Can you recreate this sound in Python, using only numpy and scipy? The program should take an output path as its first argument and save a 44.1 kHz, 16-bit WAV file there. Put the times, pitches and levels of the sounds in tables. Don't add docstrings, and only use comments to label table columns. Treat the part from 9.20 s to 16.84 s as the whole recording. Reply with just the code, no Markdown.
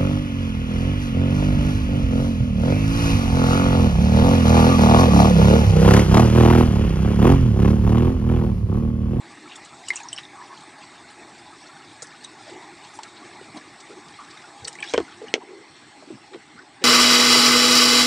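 import sys
import numpy as np
from scipy import signal
from scipy.io import wavfile
from scipy.ndimage import uniform_filter1d

SR = 44100
rng = np.random.default_rng(int(sys.argv[2]) if len(sys.argv) > 2 else 0)


def master(y):
    cut = np.clip(np.atleast_2d(y).T, -1, 1)
    pcm = np.round(cut * 32767)
    wavfile.write(sys.argv[1], SR, pcm.astype(np.int16))


N = 336924

# (frequency [Hz], level per Hz [dB])
AIR_SPECTRUM = [(25, -43), (50, -44), (90, -9), (140, 1.5), (210, -7.5), (330, 2), (700, 1), (1300, -1.5),
                (2200, -1.5), (4500, -9), (6400, -14), (8300, -9), (10000, -23.5), (13000, -16.5)]
# (frequency [Hz], width [Hz], gain when open [dB], gain with the lid on [dB])
TUB_HUMPS = [(289, 97, 6.5, 7.5), (509, 71.6, -11, -9.5), (831, 20.4, 10.5, 12), (1407, 107, -8, -2.5),
             (2065, 75, 2, 4.5), (3180, 304, -13, -1), (3506, 220, 10, 4), (4300, 230, 4, 7),
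             (5490, 230, 4, 7), (7960, 200, 4.5, 5.5), (9240, 73, 6, -3)]
# (frequency [Hz], variation [dB])
AIR_PATCHINESS = [(1500, 2.7), (4000, 2.7)]
# (time [s], body level [dB], hiss level [dB])
AIR_LEVELS = [(0, -45.5, -51), (.6, -45.5, -50), (1.7, -45.5, -51), (3.3, -45.5, -50), (4.5, -44.5, -50.5),
              (5.8, -46, -49.5), (6.1, -46.5, -53.5), (6.22, -48.5, -56.5), (6.65, -49, -52.5),
              (7.64, -48.5, -55.5)]
# (middle [s], length [s], level [dB], pitch [Hz])
PLASTIC_RUBS = [(0.154, 0.4, -48, 304), (2.829, 0.014, -38.5, 510), (3.286, 0.045, -41.5, 614),
                (3.351, 0.14, -40, 338), (4.017, 0.089, -45, 276), (4.217, 0.02, -39.5, 403),
                (4.366, 0.057, -36, 278), (4.721, 0.055, -39, 366), (4.782, 0.049, -40, 320),
                (5.426, 0.072, -46, 102), (5.462, 0.1, -45.5, 460), (5.665, 0.034, -44.5, 350),
                (5.783, 0.12, -44.5, 84), (6.043, 0.034, -35, 450), (6.235, 0.03, -42.5, 350),
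                (6.342, 0.23, -41, 373), (6.881, 0.034, -41, 320), (6.946, 0.071, -41.5, 242),
                (6.95, .07, -47, 135), (7.133, 0.043, -41, 397), (7.359, .03, -45, 282),
                (7.63, .04, -42.5, 212), (7.631, 0.04, -33.5, 443)]
# (time [s], thud level [dB], crack level [dB], factor on the lid's pitch [1],
# contact time [s], factor on the ring time [1])
LID_KNOCKS = [(5.7375, -16, -6.5, 1.3, 0.00015, 0.96), (5.7397, -15.5, -14, 1.1, 0.00006, 0.76),
              (5.7438, -12, -12, 1.19, 0.00015, 0.75), (5.7783, -6, -3.5, 1.11, 0.00058, 0.72),
              (5.7828, -8.5, -27, .96, 0.00052, 0.52), (5.8019, -16.5, -21, 0.82, 0.0004, 0.91),
              (6.016, -20, -48, 1.04, 0.0018, 1), (6.1400, -12, 6, 1.02, 0.00059, 0.57),
              (6.156, -25, -40, 1.55, 0.00048, 0.37), (6.1635, -23.5, -48, 1.04, .0008, 0.48),
              (6.177, -23, -56, 0.94, 0.001, 0.7), (6.824, -32.5, -45, 1.48, 0.0012, 0.73),
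              (6.903, -13, -58, 0.79, 0.0027, 1), (6.925, -32, -43, 0.71, 0.00077, 0.93),
              (7.1457, -24, -22, 0.85, 0.001, 1), (7.157, -31, -35, 1.1, 0.0006, .9)]
# (frequency [Hz], level [dB], time to fade by 60 dB [s])
LID_TONES = [(271, -17, 0.25), (352, -14.5, 0.14), (429, 0, 0.081), (471, -5, 0.074), (567, -12, 0.045),
             (680, -20, 0.058), (838, -6, 0.041), (968, -26, 0.25), (1380, -9.5, 0.056), (1680, -25, 0.21),
             (1950, -17, 0.069)]
# (frequency [Hz], level per Hz [dB])
CRACK_SPECTRUM = [(100, -12), (500, 1.5), (1400, -25), (1900, -1), (3250, 1), (3700, -9), (4200, -4),
                  (4750, -12), (5300, -5.5), (6500, -7.5), (7200, -11.5), (8300, -15), (11000, -45)]
# (time [s], level [dB], pitch [Hz])
LOUD_DROPS = [(.277, -35, 2300), (.303, -35, 3700), (.312, -34, 2420), (.319, -31, 2770), (.323, -35, 3620),
              (.358, -30.5, 3500), (.449, -33.5, 7640), (.639, -33.5, 2020), (0.6833, -23, 2900),
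              (0.685, -20.5, 7800), (0.7043, -6, 2073), (0.71, -33, 2350), (.7578, -21.5, 6800),
              (.758, -20, 8200), (0.7655, -23, 5900), (.7655, -22, 7030), (0.773, -27, 2710),
              (0.801, -28.5, 2480), (.805, -26, 850), (.834, -29.5, 6660), (0.8865, -23.5, 5650),
              (0.929, -20, 3060), (0.9303, -17.5, 8010), (0.963, -27, 5300), (0.9778, -21.5, 2990),
              (1.034, -33, 3730), (1.052, -30.5, 3580), (2.822, -26, 6950), (2.937, -35, 1250),
              (3.047, -26, 3820), (3.0468, -31, 6000), (3.046, -28, 8300), (3.7891, -18.5, 890),
              (5.451, -19.5, 4460), (5.4797, -18, 8120), (5.554, -27.5, 2010), (5.587, -27, 2310),
              (5.604, -30, 3100), (5.604, -28, 8100), (5.627, -18.5, 2330), (5.631, -25, 1740),
              (5.644, -33, 4700), (5.6445, -28, 1660), (5.6757, -27, 3400), (5.686, -27, 3680),
              (5.696, -26, 3940), (5.700, -32, 3250), (5.704, -34, 4960), (5.712, -37, 6000),
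              (5.721, -33, 6350), (5.7398, -15.5, 2350), (5.762, -25, 3080), (6.083, -28.5, 2930),
              (7.39, -28.5, 1490)]
# (start [s], length [s], level [dB], first pitch [Hz], last pitch [Hz])
WATER_GURGLES = [(.718, 0.033, -40.5, 888, 900), (.72, 0.091, -47, 2770, 2580),
                 (0.791, 0.099, -41, 862, 980), (0.982, 0.053, -47, 1950, 2000),
                 (1.146, .11, -42.5, 1200, 910), (1.285, 0.074, -43, 1060, 980),
                 (2.245, 0.07, -44, 866, 885), (3.302, 0.16, -44.5, 784, 875),
                 (4.981, .05, -40.5, 1127, 1290), (5.586, 0.02, -40.5, 2350, 2460),
                 (5.624, 0.023, -39.5, 1940, 1570), (6.201, 0.033, -41.5, 810, 950)]
# (time [s], peak level [dB], middle pitch [Hz], pitch spread [octaves])
TAIL_SMACKS = [(0.6858, -19, 6560, 0.27), (0.703, -25.5, 4030, 0.75), (0.734, -28, 1800, 1),
               (.801, -36, 3000, 0.62), (.9285, -28, 6000, 0.77), (0.984, -21, 2500, 1.06),
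               (2.821, -28, 6100, 0.27), (2.8253, -20.5, 7160, 0.41), (2.870, -31, 7460, 0.25),
               (3.789, -36, 2200, 0.56), (3.8322, -25, 4170, .6), (4.884, -32.5, 6000, .6),
               (4.955, -42, 1490, 0.48), (4.999, -37, 1290, .4), (5.012, -41, 1300, .4),
               (5.529, -28, 5900, 0.41), (5.552, -31, 7500, 0.34), (5.587, -43, 4980, .6),
               (5.638, -28, 6000, 0.6)]
# (middle [s], length [s], level [dB], middle pitch [Hz], pitch spread [octaves])
TAIL_STROKES = [(0.326, 0.1, -47, 3000, 0.31), (.362, 0.023, -43.5, 7330, 0.36),
                (0.453, 0.021, -49, 5600, 0.93), (0.681, 0.057, -47, 5800, 0.59),
                (0.745, 0.025, -46, 1690, 0.52), (0.778, 0.1, -45.5, 7170, 0.28),
                (.775, .12, -47, 2910, 1.05), (0.985, 0.055, -43.5, 3840, 0.9),
                (1.389, 0.16, -49.5, 5220, 0.69), (2.835, 0.036, -44, 7670, 0.53),
                (2.881, 0.27, -50.5, 1585, 0.46), (3.042, 0.015, -42, 5400, 1),
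                (3.283, 0.14, -48, 4250, .4), (3.272, 0.35, -55, 1800, 0.61), (3.667, .08, -50, 3660, 1.12),
                (3.758, 0.057, -46, 7700, 0.53), (3.852, 0.04, -44, 1436, 0.5),
                (3.971, 0.029, -46, 3880, 0.16), (4.364, 0.05, -39, 736, 0.21),
                (4.372, 0.019, -43, 3800, 0.83), (4.607, 0.017, -43, 5310, 0.72),
                (5.112, 0.021, -45, 4500, 0.3), (5.179, 0.013, -43, 3580, 0.076),
                (5.449, 0.012, -33.5, 5600, 0.44), (5.48, 0.016, -30, 6300, 1.06),
                (5.628, 0.0084, -26, 2690, 0.37), (5.651, 0.053, -41, 3500, 0.91),
                (5.708, 0.089, -40, 4740, 0.79), (5.665, .06, -45, 2700, 1.1),
                (5.705, 0.073, -48, 2520, 1.36), (6.082, 0.053, -47, 1740, 0.55),
                (6.29, .04, -50, 1896, .4), (7.14, 0.023, -41, 2240, 0.76), (7.399, 0.085, -48, 1510, 0.26),
                (7.628, 0.038, -42.5, 2320, 0.79)]
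# (frequency [Hz], gain [dB])
MICROPHONE_TREBLE = [(8300, -2.5), (8800, -3), (9500, -5.5), (10500, -15), (12000, -25), (15000, -35)]

EDGE_HZ = 15800
RING_S, RING_FALL = 0.022, 0.58
FINEST_HZ = 10600
COVERED_S, SEALED_S = 5.74, 6.14


def amp(db):
    return 10 ** (np.asarray(db) / 20)


def unit(x):
    return x / np.sqrt(np.mean(x ** 2) + 1e-20)


def read(points, hz):
    f, value = np.transpose(points)
    return np.interp(np.log(hz + 1), np.log(f), value)


def add(mix, s, sound):
    part = mix[max(round(s * SR), 0):][:len(sound)]
    part += sound[:len(part)]


def swell(count):
    return np.sin(np.linspace(0, np.pi, count))


def colour(x, points, size=2048):
    hz = abs(np.fft.fftfreq(size, 1 / SR))
    log_gain = np.log(amp(read(points, hz)))
    response = np.exp(np.conj(signal.hilbert(log_gain)))
    taps = np.fft.ifft(response).real
    return signal.oaconvolve(x, taps[:size // 2])[:len(x)]


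def high_pass(hz, order):
    return signal.butter(order, hz, "high", fs=SR, output="sos")


def bubble(hz, t60, glide, onset_cycles):
    t = np.arange(0, t60, 1 / SR)
    turns = hz * t * (1 + glide * t / t60)
    onset = 1 - np.exp(-turns / onset_cycles)
    fade = amp(-60 * (t / t60) ** 1.71)
    return onset * fade * np.sin(2 * np.pi * turns)


def cloud(length, count, hz, spread, cycles, size_db, rise=0):
    out = np.zeros(round(length * SR))
    for when, pitch, size, ring in rng.random((count, 4)):
        stray = np.log((pitch + 1e-6) / (1 - pitch)) / 2
        f = np.clip(hz * 2 ** (rise * when + spread * stray), 200, SR / 3)
        pop = bubble(f, cycles * (.5 + ring) / f, glide=0.058, onset_cycles=0.73)
        weight = np.sqrt(f / hz) / (1 + (f / FINEST_HZ) ** 7)
        loudness = amp(size_db * min(-np.log(1 - size), 4))
        add(out, when * length, loudness * weight * pop)
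    return unit(out)


def air():
    hop = 256
    hz = np.fft.rfftfreq(1024, 1 / SR)
    t = np.arange(N // hop + 5)[:, None] * hop / SR
    real, imag, patches = rng.standard_normal((3, len(t), len(hz)))
    patches = uniform_filter1d(patches, size=9, axis=0)
    patches = unit(uniform_filter1d(patches, size=8, axis=1))
    covered = t > COVERED_S
    humps_db = 0
    for f, width, opened, shut in TUB_HUMPS:
        humps_db = humps_db + np.where(covered, shut, opened) * np.exp(-.5 * ((hz - f) / width) ** 2)
    patches_db = read(AIR_PATCHINESS, hz) * patches
    noise = (real + 1j * imag) * amp(read(AIR_SPECTRUM, hz) + humps_db + patches_db)
    low = 1 / (1 + (hz / 2500) ** 8)
    s, *levels = np.transpose(AIR_LEVELS)
    out = np.zeros(N)
    for band, level in zip((low, 1 - low), levels):
        sound = signal.istft((noise * band).T, nperseg=1024, noverlap=hop * 3)[1][:N]
        out += amp(np.interp(np.arange(N) / SR, s, level)) * unit(sound)
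    return out


def tub(x, t60=0.06, wet_db=-5.5):
    t = np.arange(SR // 8) / SR
    tail = rng.standard_normal(len(t)) * amp(-60 * t / t60) * (t > .0015)
    return x + amp(wet_db) * signal.oaconvolve(x, tail / np.linalg.norm(tail))[:N]


def rubs(width=0.31, scrape_db=-21):
    out = np.zeros(N)
    for s, length, db, hz in PLASTIC_RUBS:
        slips = rng.standard_normal(SR // 2)
        b, a = signal.iirpeak(hz, 1 / width, fs=SR)
        hum = signal.lfilter(b, a, signal.lfilter(b, a, slips))
        scrape = amp(scrape_db) * unit(colour(slips, CRACK_SPECTRUM))
        rub = (unit(hum) + scrape)[-round(length * SR):]
        add(out, s - length / 2, amp(db) * unit(rub * swell(len(rub))) / np.sqrt(2))
    return out


def knocks(rattle_db=-29.02, rattle_t60=0.062, lowest_hz=285, crack_softening=0.044,
           ground_db=-44, ground_hz=84, ground_t60=0.07, sag=0.13, sag_s=0.03):
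    out, t = np.zeros(N), np.arange(SR // 4) / SR
    click = signal.unit_impulse(len(t))
    click_peak = abs(colour(click, CRACK_SPECTRUM)).max()
    slack_t = np.cumsum(1 - sag * (1 - np.exp(-t / sag_s))) / SR
    ground = amp(ground_db - 60 * t / ground_t60) * np.sin(2 * np.pi * ground_hz * t)
    for s, thud_db, crack_db, pitch, contact, ring in LID_KNOCKS:
        thud = np.zeros(len(t))
        for hz, db, t60 in LID_TONES:
            fade = amp(db - 60 * t / (t60 * ring))
            thud += fade * np.sin(2 * np.pi * hz * pitch * slack_t) / (1 + (hz * contact) ** 2)
        thud *= 1 - np.exp(-t / contact)
        rattle = amp(rattle_db - 60 * t / rattle_t60) * rng.standard_normal(len(t))
        crack = colour(click + rattle, CRACK_SPECTRUM) / click_peak
        lag = np.exp(-1 / (SR * contact * crack_softening))
        crack = signal.lfilter([(1 - lag) ** 2], [1, -2 * lag, lag ** 2], crack)
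        blow = amp(thud_db) * thud + amp(crack_db) * crack
        blow = signal.sosfilt(high_pass(lowest_hz, order=3), blow)
        add(out, s, blow + amp(thud_db) * ground)
    return out


def patter(start_s=0.54, length_s=0.42, level_db=-55):
    out = np.zeros(N)
    droplets = cloud(length_s, count=220, hz=5250, spread=0.63, cycles=160, size_db=2)
    add(out, start_s, amp(level_db) * droplets)
    return out


def simmer(simmer_db=-55, lapping_db=-53.0, shut_db=-8, restless_db=4.0):
    fine = cloud(N / SR, count=11000, hz=3550, spread=0.75, cycles=55, size_db=3.3)
    wander = unit(uniform_filter1d(rng.standard_normal(N), size=1800))
    fits = amp(restless_db * np.clip(wander, -2, 2))
    lapping = cloud(N / SR, count=1100, hz=1248.6, spread=0.438, cycles=41, size_db=3.5)
    water = amp(simmer_db) * fine * unit(fits) + amp(lapping_db) * lapping
    return water * amp(shut_db * (np.arange(N) / SR > SEALED_S))


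def drops(spatter_db=-17, spatter_t60=0.014):
    out = np.zeros(N)
    for s, db, hz in LOUD_DROPS:
        ring = RING_S * (hz / 1000) ** -RING_FALL
        add(out, s, amp(db) * bubble(hz, ring, glide=0.01, onset_cycles=1.6))
        spatter = cloud(0.023, count=24, hz=4530, spread=.9, cycles=24, size_db=1)
        t = np.arange(len(spatter)) / SR
        add(out, s - .001, amp(db + spatter_db - 60 * t / spatter_t60) * spatter)
    return out


def gurgles(spread=0.097, cycles=26):
    out = np.zeros(N)
    for s, length, db, first_hz, last_hz in WATER_GURGLES:
        rise = np.log2(last_hz / first_hz)
        run = cloud(length, count=120, hz=first_hz, spread=spread, cycles=cycles, size_db=1, rise=rise)
        add(out, s, amp(db) * run * np.sqrt(abs(swell(len(run)))))
    return out


def smacks(fade_t60=0.019):
    out = np.zeros(N)
    for s, db, hz, spread in TAIL_SMACKS:
        burst = cloud(.015, count=60, hz=hz, spread=spread, cycles=7, size_db=2)
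        burst = burst * amp(-60 * np.arange(len(burst)) / SR / fade_t60)
        add(out, s, amp(db) * burst / abs(burst).max())
    return out


def strokes():
    out = np.zeros(N)
    for s, length, db, hz, spread in TAIL_STROKES:
        churn = cloud(length, count=200, hz=hz, spread=spread, cycles=34, size_db=4.8)
        add(out, s - length / 2, amp(db) * churn * swell(len(churn)))
    return out


def scene():
    water = patter() + simmer() + drops() + gurgles() + smacks() + strokes()
    mono = air() + rubs() + knocks() + tub(water)
    return np.array([mono, mono])


def record(dry):
    dull = np.array([colour(channel, MICROPHONE_TREBLE) for channel in dry])
    band_limit = signal.firwin(511, EDGE_HZ, window=("kaiser", 9), fs=SR)
    return signal.oaconvolve(dull, band_limit[None], "same")


dry = scene()
out = record(dry)
master(out)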